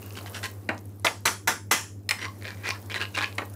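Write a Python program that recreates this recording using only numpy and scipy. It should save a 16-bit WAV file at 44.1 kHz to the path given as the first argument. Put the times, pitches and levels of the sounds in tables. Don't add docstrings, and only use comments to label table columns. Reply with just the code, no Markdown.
import sys
import numpy as np
from scipy import signal
from scipy.fft import rfft, irfft
from scipy.io import wavfile
from scipy.ndimage import uniform_filter1d

SR = 44100
rng = np.random.default_rng(int(sys.argv[2]) if len(sys.argv) > 2 else 0)


def store_wav(level_fs):
    pcm = np.round(np.clip(np.atleast_2d(level_fs), -1, 1) * 32767)
    wavfile.write(sys.argv[1], SR, pcm.T.astype(np.int16))


def gain_from_db(level_db):
    decades = np.asarray(level_db, float) / 20
    return 10 ** decades


N = 156555

# f/Hz, level/dB
RUMBLE_COLOUR = [(25, -38), (60, -12), (150, -8.5), (230, -0.5), (450, -9), (900, -40), (3000, -75),
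                 (15500, -54)]
# f/Hz, level/dB
HUM_OVERTONES = [(201.06, -58.5), (301.6, -60.5)]
RUMBLE_DB, HUM_DB, HUM_HZ = -51.5, -42, 100.53
THROB_HZ, THROB_AT_S, THROB_DEPTH, THROB_LOWER_SIDE = 6.46, 0.11, 0.14, 0.069
BEAT_HZ, BEAT_AT_S, BEAT_DEPTH = 13.56, 0.072, 0.26

# t/s, level/dB
SIZZLE_LEVEL = [
    (0, -49.5),
    (.42, -46.5),
    (.58, -55),
    (.8, -57),
    (1.001, -60),
    (2.0, -63),
    (2.45, -51.5),
    (3.1, -52.5),
    (3.55, -52.5),
]
# f/Hz, level/dB
SIZZLE_COLOUR = [(150, -31), (400, 10), (1000, 0.5), (2800, -12), (6000, -13.5), (15400, -11), (16000, -37)]
# t/s, peak/dB, f/Hz
SPITS = [(0.0183, -36, 14700), (0.036, -41, 12900), (0.0615, -33.5, 14400), (0.134, -40, 12800),
         (0.2154, -38, 14600), (.2324, -42, 11500), (.297, -36.5, 10700), (0.314, -41, 14000),
         (0.779, -39, 5500), (.79, -44, 6300), (.8102, -48, 12100), (0.856, -44, 11000),
         (0.997, -42, 10400), (1.2064, -46, 12000), (3.356, -36, 9800), (3.458, -40, 14100),
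         (3.499, -43, 11200), (3.5378, -40, 9550)]
POPS_PER_S, POP_DB, POP_SPREAD_DB = 300, -8, 4

# t/s, length/s, level/dB, first contact f/Hz, second contact f/Hz
STROKES = [(0.005, .11, -55.5, 2900, 1070), (0.151, 0.049, -46.5, 3230, 4670),
           (0.254, 0.035, -50.5, 2010, 3200), (0.329, 0.07, -40.5, 1574, 5800),
           (0.425, 0.048, -35.5, 1940, 4450), (2.167, 0.11, -35, 2030, 5740),
           (2.412, 0.15, -42.5, 2400, 1870), (2.561, 0.11, -54.5, 2260, 2000),
           (2.628, 0.091, -34, 2030, 2470), (2.715, 0.074, -48, 1500, 1750),
           (2.898, 0.037, -42, 2390, 3270), (2.934, 0.057, -34.5, 1930, 4000),
           (2.993, 0.054, -34.5, 1650, 2930), (3.133, 0.048, -41, 2860, 3860),
           (3.168, 0.035, -31.5, 1650, 2410), (3.203, 0.055, -33, 1770, 2500)]
# t/s, peak/dB, f/Hz
DRY_CATCHES = [(0.022, -40, 2820), (0.028, -33, 2750), (0.1067, -34, 2770), (0.154, -33, 2940),
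               (0.169, -39, 2820), (0.1729, -27, 1510), (0.187, -28, 1600), (0.2106, -32, 1570),
               (0.261, -25, 2020), (0.28, -35, 2000), (0.3474, -25, 3100), (0.4302, -26.5, 1510)]
# t/s, peak/dB, f/Hz
WET_CATCHES = [(2.1923, -26, 1830), (2.2155, -27, 1610), (2.2188, -23, 3010), (2.2312, -27, 1680),
               (2.2463, -22, 2410), (2.2536, -18, 2390), (2.2835, -30, 1060), (2.413, -40, 2200),
               (2.4235, -32, 2200), (2.4448, -32, 2170), (2.4528, -25, 2240), (2.4572, -31, 1890),
               (2.4705, -26, 2450), (2.479, -25, 2390), (2.4847, -29, 2480), (2.4903, -29, 2410),
               (2.5056, -27, 1720), (2.5203, -35, 2450), (2.5727, -40, 2130), (2.6513, -25, 2200),
               (2.6629, -26, 2410), (2.6667, -24, 2050), (2.6711, -22, 1980), (2.6778, -21, 2090),
               (2.6818, -20, 2500), (2.6901, -15, 2430), (2.7028, -19, 2450), (2.7064, -14, 2350),
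               (2.7112, -23, 2430), (2.734, -32, 1080), (2.8991, -27, 2350), (2.9041, -29, 2350),
               (2.9172, -21, 2330), (2.9236, -27, 2300), (2.9432, -16, 2300), (2.9483, -21, 2390),
               (2.9796, -20, 3660), (3.0023, -25, 2630), (3.0064, -21, 1660), (3.0147, -16, 2690),
               (3.0232, -18, 1570), (3.029, -22, 2690), (3.0414, -27, 2670), (3.0535, -21, 2930),
               (3.149, -26, 2760), (3.1536, -23, 2800), (3.1618, -21, 2350), (3.1705, -20, 2370),
               (3.1777, -13, 1640), (3.1889, -17, 1590), (3.209, -17, 1660), (3.2156, -15, 1700),
               (3.2252, -19, 2450), (3.2328, -18, 2110), (3.2432, -13, 2610), (3.2589, -23, 2910),
               (3.278, -33, 1610), (3.3267, -32, 2520)]
# t/s, length/s, level/dB
SINGING = [
    (2.25, 0.047, -39),
    (2.68, 0.071, -39),
    (3.155, 0.017, -49),
    (3.199, 0.049, -33.5),
]
# f/Hz, width/Hz, level/dB
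BOWL_MODES = [(1051, 22, 10.5), (1650, 58, 17.5), (2100, 6.3, -1), (2280, 86, -4), (2820, 32, 7),
              (3060, 72, 8), (3980, 71, -9.5)]
# f/Hz, level/dB
SCRAPE_COLOUR = [(60, -60.5), (300, 1), (800, -19), (2400, -5.5), (5000, -13), (10000, -23), (15000, -36)]
BOWL_DB, SING_HZ = -14, 1068
SLIPS_PER_S, SLIP_SPREAD_DB = 1100, 3
STROKE_DB, STROKE_RISE, STROKE_FALL = -2.5, 0.36, 0.43
DRY_UNTIL_S, DRY_TILT_DB_PER_OCT = 1, 3
CONTACT_DB, CONTACT_DRY_CUT_DB, CONTACT_WIDTH_HZ = 2.5, 4.7, 240
CATCH_DB, CATCH_RING_DB, CATCH_WIDTH_HZ = 4.5, 7, 280
CATCH_UPPER_DB, CATCH_UPPER_RATIO = 1, 1.9

# t/s, peak/dB, tilt/dB per octave, ring length factor
KNOCKS = [
    (0.689, -6, -4.1, 0.94),
    (0.712, -22.5, -6, 0.42),
    (2.09, -8, 6.5, 0.74),
    (2.108, 1, 3.5, 0.96),
    (3.381, -9.5, -1.5, 0.89),
    (3.417, -17.5, -7, 0.81),
]
# f/Hz, level/dB
KNOCK_COLOUR = [(88, -36.5), (150, -9.5), (1500, -11), (1980, -3), (3620, -13), (4160, -9), (6500, -17),
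                (9000, -23.5), (16000, -38.5)]
# f/Hz, t60/s
KNOCK_T60 = [(200, 0.044), (1000, 0.19), (2000, 0.078), (5000, 0.01), (15000, 0.06)]
# f/Hz, level/dB, t60/s
FLOOR_RINGS = [(1500, -2, 0.087), (1900, 14.5, 0.036), (2400, 9, 0.051), (4206, 1, 0.037),
               (5260, -2.5, 0.024)]
KNOCK_RISE_S, FLOOR_RINGS_DB = 0.0014, -13.5

# t/s, peak/dB, tilt/dB per octave, ring length factor
TAPS = [
    (1.045, -13, 0.03, 0.95),
    (1.253, -9.5, 0.84, 0.89),
    (1.473, -9.5, 0.55, 0.86),
    (1.71, -8.5, 1.33, 1),
]
# f/Hz, level/dB
TAP_COLOUR = [(71, -41.5), (120, -10), (1290, -2.5), (1430, -1.5), (4140, -14.5), (5750, -12.5),
              (10400, -20), (14200, -28), (16000, -27.5)]
# f/Hz, t60/s
TAP_T60 = [(150, 0.44), (600, 0.23), (2000, 0.23), (4000, 0.25), (7000, 0.3), (15000, .22)]
# f/Hz, level/dB, t60/s
TAP_RINGS = [(902, 4, 0.24), (1015, -0.5, 0.26), (1090, -3, 0.083), (1186, 4.5, 0.19), (1407, 4, 0.2),
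             (2033, 8, 0.17),
             (651, 2.5, 0.18), (3980, 2.5, 0.092), (4300, -13, 0.069), (5360, -10, 0.14),
               (5900, -0.5, 0.18), (6490, 0.5, 0.14), (7620, -10.5, 0.31), (7800, -1, 0.073),
               (10280, -7.5, 0.26), (10800, -14, 0.35), (12100, -8, .2), (13300, -14.5, 0.14)]
TAP_RISE_S, RIM_DB, MODE_SPREAD_DB = 0.0023, -14.5, 2

# t/s, peak/dB, from f/Hz, to f/Hz
BOUNCES = [
    (1.067, -6, 3047, 1600),
    (1.078, -13, 2156, 1930),
    (1.269, -26, 2110, 1440),
    (1.276, -11.5, 2880, 1720),
]
BOUNCE_S = 0.00398

# f/Hz, t60/s
ROOM_T60 = [(200, 0.32), (2000, 0.18), (12000, 0.29)]
ROOM_DB, NEAR_DB, TAPS_DB = -12.5, -4.5, 7.5
DUCK_FROM_DB, DUCK_SHARE, RECOVER_DB_PER_S, EDGE_HZ = -26, 0.48, 84, 15700


def evened(x):
    return x / np.sqrt(np.mean(x ** 2) + 1e-20)


def drift(count, width):
    return evened(uniform_filter1d(rng.standard_normal(count), size=width))


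def read(points, hz):
    f, value = np.transpose(points)
    return np.interp(np.log(hz + 1), np.log(f + 1), value)


def add(mix, s, sound):
    part = mix[round(s * SR):][:len(sound)]
    part += sound[:len(part)]


def coloured(x, colour, tilt_db=0):
    hz = np.fft.rfftfreq(2048, 1 / SR)
    tilt = tilt_db * np.log2(np.clip(hz, 300, None) / 2000)
    log_gain = np.log(gain_from_db(read(colour, hz) + tilt))
    fold = irfft(log_gain) * np.r_[1, 2 * np.ones(1023), 1, np.zeros(1023)]
    return signal.oaconvolve(x, irfft(np.exp(rfft(fold))))[:len(x)]


def ring(x, hz, width_hz):
    r, w = np.exp(-np.pi * width_hz / SR), 2 * np.pi * hz / SR
    resonance = signal.lfilter([1], [1, -2 * r * np.cos(w), r * r], x)
    return np.sqrt(4 * (1 - r)) * np.sin(w) * resonance


def noise(colour, patchy_db):
    a, b, patches = rng.standard_normal((N // 256 + 5, 513, 3)).T
    patches = uniform_filter1d(patches, size=12, axis=0)
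    patches = evened(uniform_filter1d(patches, size=10, axis=1))
    level_db = read(colour, np.fft.rfftfreq(1024, 1 / SR))[:, None]
    z = (a + 1j * b) * gain_from_db(level_db + patchy_db * patches)
    return evened(signal.istft(z, nperseg=1024, noverlap=768)[1][:N])


def fan():
    t = np.arange(N) / SR
    throb = 2 * np.pi * THROB_HZ * (t - THROB_AT_S)
    beat = 2 * np.pi * BEAT_HZ * (t - BEAT_AT_S)
    shape = 1 + 2 * THROB_DEPTH * np.cos(throb)
    shape = shape + THROB_LOWER_SIDE * np.exp(-1j * throb) + BEAT_DEPTH * np.exp(-1j * beat)
    hum = gain_from_db(HUM_DB) * (shape * np.exp(2j * np.pi * HUM_HZ * t)).real
    for hz, db in HUM_OVERTONES:
        hum += gain_from_db(db) * np.sin(2 * np.pi * (hz * t + rng.random()))
    return np.sqrt(2) * hum + gain_from_db(RUMBLE_DB) * noise(RUMBLE_COLOUR, patchy_db=2)


def spits():
    out, t = np.zeros(N), np.arange(600) / SR
    for s, peak_db, hz in SPITS:
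        tone = np.sin(2 * np.pi * hz * t) * np.exp(-t / 0.0007) * np.minimum(t / 0.0003, 1)
        puff = ring(rng.standard_normal(600) * np.exp(-t / 0.0018), hz, 2000)
        add(out, s, gain_from_db(peak_db) * (tone + 0.7 * puff / np.sin(2 * np.pi * hz / SR)))
    return out


def sizzle():
    level = gain_from_db(np.interp(np.arange(N) / SR, *np.transpose(SIZZLE_LEVEL)))
    size = gain_from_db(POP_SPREAD_DB * np.minimum(rng.exponential(1, N), 4))
    size = size * (rng.random(N) < POPS_PER_S / SR)
    pitch, pops = rng.integers(0, 16, N), np.zeros(N)
    for k, hz in enumerate(np.linspace(6000, 15200, 16)):
        pop = ring(size * (pitch == k), hz, 1500) / np.sin(2 * np.pi * hz / SR)
        pops += gain_from_db(read(SIZZLE_COLOUR, hz)) * pop
    hiss = noise(SIZZLE_COLOUR, patchy_db=2)
    return level * (hiss + gain_from_db(POP_DB) * evened(pops)) + spits()


def bowl(x, tilt_db):
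    rings = sum(gain_from_db(db) * ring(x, hz, width) for hz, width, db in BOWL_MODES)
    return coloured(x, SCRAPE_COLOUR, tilt_db) * 10.9 + gain_from_db(BOWL_DB) * rings


def slip_train():
    sign = np.sign(rng.random(N) - 0.5)
    size = gain_from_db(SLIP_SPREAD_DB * np.minimum(rng.exponential(1, N), 3.1))
    slipped = rng.random(N) < SLIPS_PER_S / SR
    return sign * size * slipped * gain_from_db(0.92 * drift(N, 130))


def strokes(grit):
    out = np.zeros(N)
    for s, length, level_db, first_hz, second_hz in STROKES:
        dry_wall = s < DRY_UNTIL_S
        u = np.arange(int((length + 0.096) * SR)) / SR / length
        pressure = np.clip(np.minimum(u / STROKE_RISE, (1 - u) / STROKE_FALL), 0, 1)
        slips = grit[round(s * SR):][:len(u)] * pressure
        sound = evened(bowl(slips, DRY_TILT_DB_PER_OCT * dry_wall))
        contact_gain = gain_from_db(CONTACT_DB - CONTACT_DRY_CUT_DB * dry_wall)
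        for hz in (first_hz, second_hz):
            contact = evened(ring(ring(slips, hz, CONTACT_WIDTH_HZ), hz, 430))
            sound = sound + contact_gain * min(2400 / hz, 1) ** 2 * contact
        add(out, s, gain_from_db(level_db + STROKE_DB) * evened(sound) * np.sqrt(1 + 0.087 / length))
    return out


def catches():
    out = np.zeros(N)
    for s, peak_db, hz in WET_CATCHES + DRY_CATCHES:
        z = rng.standard_normal(90)
        click = np.r_[z * np.exp(-np.arange(90) / 18), np.zeros(2500)]
        sound = evened(np.diff(bowl(click, -4), prepend=0))
        contact = ring(ring(click, hz, CATCH_WIDTH_HZ), hz, 1500)
        upper_hz = np.clip(hz, 2100, 2700) * (CATCH_UPPER_RATIO + z[-1] / 5)
        upper = ring(ring(click, 4500, 4000), upper_hz, 1000)
        sound = sound + gain_from_db(CATCH_RING_DB) * evened(contact) + gain_from_db(CATCH_UPPER_DB) * evened(upper)
        add(out, s, gain_from_db(peak_db + CATCH_DB) * sound / abs(sound).max())
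    return out


def singing(grit):
    out = np.zeros(N)
    for s, length, level_db in SINGING:
        count = int(length * SR)
        slips = grit[round(s * SR):][:count] * np.hanning(count) ** 0.5
        slips = np.r_[slips, np.zeros(1500)]
        add(out, s, gain_from_db(level_db) * evened(ring(ring(slips, SING_HZ, 45), SING_HZ, 200)))
    return out


def scraping():
    grit = slip_train()
    return strokes(grit) + catches() + singing(grit)


def blows(rows, colour, t60s, rise_s, lines, lines_db):
    t, out = np.arange(110 * 128) / SR, np.zeros(N)
    hz = np.fft.rfftfreq(512, 1 / SR)[:, None]
    frame_s = np.arange(-2, 114) * 128 / SR
    for s, peak_db, tilt_db, length in rows:
        a, b = rng.standard_normal((2, 257, len(frame_s)))
        lumps, slow = drift(257, 5)[:, None], drift(257, 5)[:, None]
        field_t60 = read(t60s, hz) * length * gain_from_db(slow / 3)
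        db = read(colour, hz) + MODE_SPREAD_DB * lumps + tilt_db * np.log2((hz + 100) / 2000)
        db = db - 60 * abs(frame_s) / field_t60
        body = signal.istft((a + 1j * b) * gain_from_db(db), nperseg=512, noverlap=384)[1][256:][:len(t)]
        body = body / np.sqrt(np.mean(body[:500] ** 2))
        chances = rng.standard_normal((len(lines), 3))
        for (f, line_db, t60), (size, off, turn) in zip(lines, chances):
            pair = np.sin(2 * np.pi * f * t + turn)
            pair = pair + 0.63 * np.sin(2 * np.pi * f * (1 + 0.0117 * off) * t)
            pair = pair * (1 + f / 8000 * drift(len(t), 150))
            ring_db = lines_db + line_db + 1.16 * size + 2 * tilt_db * np.log2(f / 2000)
            body = body + gain_from_db(ring_db - 60 * t / (t60 * length)) * pair
        rise = 1 - np.exp(-(t / rise_s) ** 2)
        fade = np.minimum((t[-1] - t) / 0.032, 1)
        add(out, s, gain_from_db(peak_db) * 0.33 * body * rise * fade)
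    return out


def knocks():
    return blows(KNOCKS, KNOCK_COLOUR, KNOCK_T60, KNOCK_RISE_S, FLOOR_RINGS, FLOOR_RINGS_DB)


def taps():
    return blows(TAPS, TAP_COLOUR, TAP_T60, TAP_RISE_S, TAP_RINGS, RIM_DB)


def bounces():
    out, u = np.zeros(N), np.arange(1500) / SR / BOUNCE_S
    for s, peak_db, from_hz, to_hz in BOUNCES:
        hz = to_hz + (from_hz - to_hz) * np.exp(-0.5 * u ** 2.16)
        hz = hz * (1 + drift(len(u), 20) / 5)
        envelope = (1 - np.exp(-3 * u)) * np.exp(-u)
        add(out, s, gain_from_db(peak_db) * envelope * np.sin(2 * np.pi * np.cumsum(hz) / SR))
    return out


def kitchen(x):
    echoes = np.zeros(SR // 2)
    at = np.arange(300, SR // 2 - 20, 20)
    echoes[at + rng.integers(0, 20, len(at))] = rng.choice([-1., 1.], len(at))
    hz, t, z = signal.stft(echoes, SR, nperseg=256)
    decay = gain_from_db(-60 * t / read(ROOM_T60, hz)[:, None])
    tail = signal.istft(z * decay, SR, nperseg=256)[1]
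    return signal.fftconvolve(x, tail / np.linalg.norm(tail))[:N]


def scene():
    near = knocks() + scraping()
    rim = (taps() + bounces()) * gain_from_db(TAPS_DB)
    near = near * gain_from_db(NEAR_DB) + gain_from_db(ROOM_DB) * kitchen(near)
    near = signal.lfilter(*signal.butter(2, 260, "high", fs=SR), near)
    return (rim + near + sizzle() + fan())[None]


def top_cut(x):
    return signal.sosfilt(signal.butter(12, 16490, fs=SR, output="sos"), x)


def record(dry):
    power_db = 10 * np.log10(abs(uniform_filter1d(dry[0] ** 2, size=440)) + 1e-12)
    fall_db = np.arange(N) * RECOVER_DB_PER_S / SR
    held_db = np.maximum.accumulate(power_db + fall_db) - fall_db
    over_db = np.maximum(held_db - DUCK_FROM_DB, 0)
    ducked = dry / gain_from_db(DUCK_SHARE * uniform_filter1d(over_db, size=200))
    lowpass = signal.firwin(numtaps=401, cutoff=EDGE_HZ, fs=SR)[None]
    return top_cut(signal.oaconvolve(ducked, lowpass, "same"))


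dry = scene()
out = record(dry)
store_wav(out)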